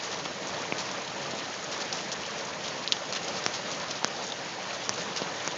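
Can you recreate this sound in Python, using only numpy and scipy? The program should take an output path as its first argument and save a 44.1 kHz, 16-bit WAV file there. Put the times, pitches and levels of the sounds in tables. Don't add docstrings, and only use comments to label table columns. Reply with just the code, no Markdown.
import sys
import numpy as np
from scipy import signal
from scipy.fft import rfft, irfft
from scipy.io import wavfile
from scipy.ndimage import uniform_filter1d

SR = 44100
rng = np.random.default_rng(int(sys.argv[2]) if len(sys.argv) > 2 else 0)


def wav_record(signal):
    frames = np.transpose(np.atleast_2d(signal))
    bounded = np.clip(frames, -1, 1)
    quanta = np.round(bounded * 32767).astype(np.int16)
    wavfile.write(sys.argv[1], SR, quanta)


N = 245637


def gain_of(db):
    return 10 ** (np.asarray(db) / 20)


def evened(x):
    return x / np.sqrt(np.mean(x ** 2) + 1e-20)


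def read(points, hz):
    f, db = np.transpose(points)
    return np.interp(np.log(hz + 1), np.log(f), db)


def coloured(x, points):
    hz = np.fft.rfftfreq(len(x), 1 / SR)
    spectrum = rfft(x) * gain_of(read(points, hz))
    return evened(irfft(spectrum, len(x)))


def add(mix, s, sound):
    part = mix[max(round(s * SR), 0):][:len(sound)]
    part += sound[:len(part)]


def play(table, source):
    out = np.zeros(N)
    for s, *row in table:
        add(out, s, source(*row))
    return out


def ring(x, hz, width_hz):
    return signal.lfilter(*signal.iirpeak(hz, hz / width_hz, fs=SR), x)


def cut(x, hz, kind):
    return signal.sosfilt(signal.butter(2, hz, kind, fs=SR, output="sos"), x)


def drops(n, per_s, spread_db):
    size_db = spread_db * np.minimum(rng.exponential(1, n), 5)
    lands = rng.random(n) < per_s / SR
    return gain_of(size_db) * rng.choice([-1, 1], n) * lands


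def hit(thud_db, thud_hz, crack_db, crack_hz, width_hz, fizz_db,
        fizz_decay=0.008, fizz_width_hz=2000, crack_lag=0.0001, bed_hz=125):
    t = np.arange(SR // 12) / SR
    blow = signal.unit_impulse(len(t))
    thud = cut(blow, thud_hz, "low")
    thud = cut(cut(thud, bed_hz, "high"), bed_hz, "high")

    late_blow = np.roll(blow, round(crack_lag * SR))
    crack = ring(ring(late_blow, crack_hz, width_hz), crack_hz, width_hz)

    water = rng.standard_normal(len(t))
    fizz = evened(ring(ring(water, crack_hz, fizz_width_hz), crack_hz, fizz_width_hz))
    fizz = fizz * np.exp(-t / fizz_decay)
    return gain_of(thud_db) * thud + gain_of(crack_db) * crack + gain_of(fizz_db) * fizz


# t/s, thud level/dB, thud upper limit f/Hz, crack level/dB, crack f/Hz,
# crack width f/Hz (of each of two resonances in a row), fizz level/dB
CLOSE_HITS = [ (0.2594, 6.5, 1210, -5, 3960, 4000, -51), (0.7237, 13.5, 850, 13.5, 2300, 746, -43),
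              (1.3354, 9.5, 415, -26, 3000, 3000, -53), (2.8766, -10, 600, 11, 3870, 1720, -31),
              (2.9225, 4, 500, 20.5, 3510, 1900, -22.5), (3.4637, 12, 3040, 12.5, 5700, 1490, -58),
              (4.0458, 13.5, 2700, 11.5, 5830, 3980, -45), (4.8936, 8.5, 2240, 12, 5860, 3000, -31),
              (5.2187, 14.5, 620, -3, 3020, 4000, -38), (5.4767, 8, 1850, 8, 6440, 2200, -46)]


def close_hits():
    return play(CLOSE_HITS, hit)


def plink(db, hz, decay, rise=0.00041):
    t = np.arange(SR // 8) / SR
    envelope = (1 - np.exp(-t / rise)) * np.exp(-t / decay)
    return gain_of(db) * np.sin(2 * np.pi * hz * t) * envelope


# t/s, level/dB (before the rise and fade), f/Hz, decay t/s
RINGING_PEBBLES_AND_BUBBLES = [(0.259, -23, 1310, 0.0032), (0.570, -29, 721, 0.0083),
                               (0.580, -29, 914, 0.0091), (4.030, -15, 850, 0.0015),
                               (4.0458, -10.5, 1600, 0.00056), (4.321, -21.5, 3570, 0.0028),
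                               (4.7085, -17.5, 2540, 0.0011)]


def plinks():
    return play(RINGING_PEBBLES_AND_BUBBLES, plink)


def splash(db, length, hz, splat_db, rise=0.00031, width_hz=4200, splat_hz=800, splat_width_hz=900):
    t = np.arange(SR // 4) / SR
    droplets = drops(len(t), per_s=6000, spread_db=2.8)
    spray = cut(ring(droplets, hz, width_hz), 1000, "high")
    spray = evened(cut(spray, 11000, "low"))
    splat = ring(rng.standard_normal(len(t)), splat_hz, splat_width_hz)
    splat = evened(cut(splat, 4500, "low"))
    envelope = (1 - np.exp(-t / rise)) * np.exp(-(t / length) ** 2)
    return gain_of(db) * envelope * (spray + gain_of(splat_db) * splat)


BURST_S, BURST_SPLAT_DB = 0.0072, -15.5
SPRAY_LAG_S = 0.009
SPRAY_S, SPRAY_SPLAT_DB, SPLAT_DB_PER_DOUBLING = 0.075, -5.5, 2


def fat_drop(burst_db, spray_db, length, hz):
    out = splash(burst_db, BURST_S, hz, BURST_SPLAT_DB)
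    splat_db = SPRAY_SPLAT_DB + SPLAT_DB_PER_DOUBLING * np.log2(length / SPRAY_S)
    add(out, SPRAY_LAG_S, splash(spray_db, length, hz, splat_db))
    return out


# t/s, burst level/dB, spray level/dB, spray length t/s, centre of the rattle f/Hz
BURSTING_DROPS = [ (0.024, -38, -36, 0.047, 4930), (0.115, -32, -35, 0.019, 4000),
                  (0.243, -37, -32, 0.015, 4000), (0.781, -30.5, -32, 0.028, 4800),
                  (1.378, -38, -34.5, 0.015, 4470), (1.714, -36.5, -35, 0.018, 4600),
                  (1.803, -30, -32, 0.021, 5050), (1.926, -24, -36, 0.095, 5400),
                  (2.117, -26.5, -30, 0.012, 5900), (2.621, -44, -39, 0.095, 4200),
                  (2.924, -22.5, -41, 0.069, 6700), (3.124, -29, -29, 0.011, 3980),
                  (3.149, -29.5, -27.5, 0.02, 3800), (3.281, -29.5, -47, .01, 5000),
                  (3.355, -43, -34.5, 0.036, 4800), (3.439, -29, -44, .01, 5360),
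                  (3.526, -41, -33, 0.054, 4600), (3.715, -30, -35, 0.012, 5000),
                  (3.909, -26.5, -46, .01, 4500), (4.969, -42, -35.5, 0.062, 4600),
                  (4.320, -32, -44, .012, 4500), (5.1615, -27, -30, 0.022, 4100)]


def splashes():
    return play(BURSTING_DROPS, fat_drop)


def farther_drops(burst_db=-37, spray_db=-40, spread_db=5, length=0.027, hz=4800, count=20):
    out = np.zeros(N)
    for k, (when, near, size, stone) in enumerate(rng.random((count, 4))):
        near_db = spread_db * (near - 0.5)
        drop_length = length * 2 ** (2 * size - 1)
        drop_hz = hz * 2 ** ((stone - 0.5) / 2)
        drop = fat_drop(burst_db + near_db, spray_db + near_db, drop_length, drop_hz)
        add(out, (k + when) / count * N / SR, drop)
    return out


def grains(low_hz, high_hz, cycles, per_s, spread_db, scatter, scatter_decay, count=40):
    t, out = np.arange(SR // 25) / SR, np.zeros(N)
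    for hz in np.geomspace(low_hz, high_hz, count):
        droplets = rng.standard_normal(len(t)) * np.exp(-t / scatter_decay)
        blow = signal.unit_impulse(len(t)) + scatter * droplets / np.linalg.norm(droplets)
        one_drop = ring(blow, hz, hz / cycles)
        landings = drops(N, per_s / count, spread_db)
        out += signal.oaconvolve(landings, one_drop)[:N]
    return out


# f/Hz, level/dB
TICK_COLOUR = [(300, -16), (1000, -3), (2400, 0), (4000, 0), (5100, -3), (6600, 2)]
# f/Hz, level/dB
PLOP_COLOUR = [(130, -1), (300, -5.5), (560, -4), (950, 1), (1600, -11.5)]


def near_rain(strength_db, patter_db=-42.0, plops_db=-44, follow=0.41):
    patter = grains(1240, 6780, cycles=3.3, per_s=1800, spread_db=4.5, scatter=1.37, scatter_decay=0.0052)
    plops = grains(145.4, 1432, cycles=10.3, per_s=500, spread_db=1.5, scatter=0.45, scatter_decay=0.0079)
    patter = gain_of(patter_db) * coloured(patter, TICK_COLOUR)
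    plops = gain_of(plops_db) * coloured(plops, PLOP_COLOUR)
    return (patter + plops) * gain_of(follow * strength_db)


# t/s, level/dB
RAIN_COURSE = [(0.0, -41.5), (0.31, -40.5), (0.79, -38.5), (0.94, -40), (1.94, -40), (3.04, -41.5),
               (3.29, -38.5), (4.17, -40.5), (4.28, -41), (4.89, -40.5), (5.57, -39)]


def downpour_db(depth=0.7, surge_db=0.59, slow_hz=2.0, fast_hz=8.0, count=24):
    t = np.arange(N) / SR
    s, db = np.transpose(RAIN_COURSE)
    course = np.interp(t, s, db)
    surges = np.zeros(N)
    for hz in np.geomspace(slow_hz, fast_hz, count):
        surges += np.sin(2 * np.pi * (hz * t + rng.random())) / np.sqrt(hz)
    return depth * (course - course.mean()) + surge_db * evened(surges)


# f/Hz, level/dB
WASH_COLOUR = [(54, -38), (80, -8.5), (100, -7.5), (145, -1.5), (200, 0), (250, -2.5), (340, -1), (395, -6),
               (560, 0.5), (950, -3), (1450, -4), (2900, -7.5), (5000, -9.5), (6700, -11.5)]
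# f/Hz, width f/Hz, level/dB (against the noise, before the filter curve)
HOLLOW_NOTES = [(445.6, 25, 3), (558, 120, -3.5), (905, 64, -19), (1810, 110, -6)]
WASH_DB = -35


def wash(strength_db, patchy_db=1.5, follow=1.0):
    frames, hz = N // 256 + 5, np.fft.rfftfreq(1024, 1 / SR)
    real, imag, patches = rng.standard_normal((3, frames, len(hz)))
    patches = uniform_filter1d(patches, size=7, axis=0)
    patches = evened(uniform_filter1d(patches, size=14, axis=1))
    field = (real + 1j * imag) * gain_of(patchy_db * patches)
    noise = signal.istft(field.T, nperseg=1024, noverlap=768)[1][:N]
    notes = sum(gain_of(db) * ring(noise, note_hz, width) for note_hz, width, db in HOLLOW_NOTES)
    return coloured(noise + notes, WASH_COLOUR) * gain_of(WASH_DB + follow * strength_db)


def scene():
    strength_db = downpour_db()
    foreground = close_hits() + plinks() + splashes()
    background = farther_drops() + near_rain(strength_db) + wash(strength_db)
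    return (foreground + background)[None]


EDGE_HZ = 9250
# f/Hz, level/dB
TREBLE_ROLL_OFF = [(6700, -0.5), (6950, -4), (7250, -12.5), (7600, -23), (8000, -32.5), (8600, -33),
                   (9100, -44)]


def record(dry):
    rounded = 0.75 * np.tanh(dry / 0.75)
    thin = signal.sosfilt(signal.butter(3, 68, "high", fs=SR, output="sos"), rounded)
    treble_db = read(TREBLE_ROLL_OFF, np.fft.rfftfreq(N, 1 / SR))
    dull = irfft(rfft(thin) * gain_of(treble_db), N)
    edge = signal.firwin(511, EDGE_HZ, window=("kaiser", 9), fs=SR)
    return signal.oaconvolve(dull, edge[None], "same")


dry = scene()
out = record(dry)
wav_record(out)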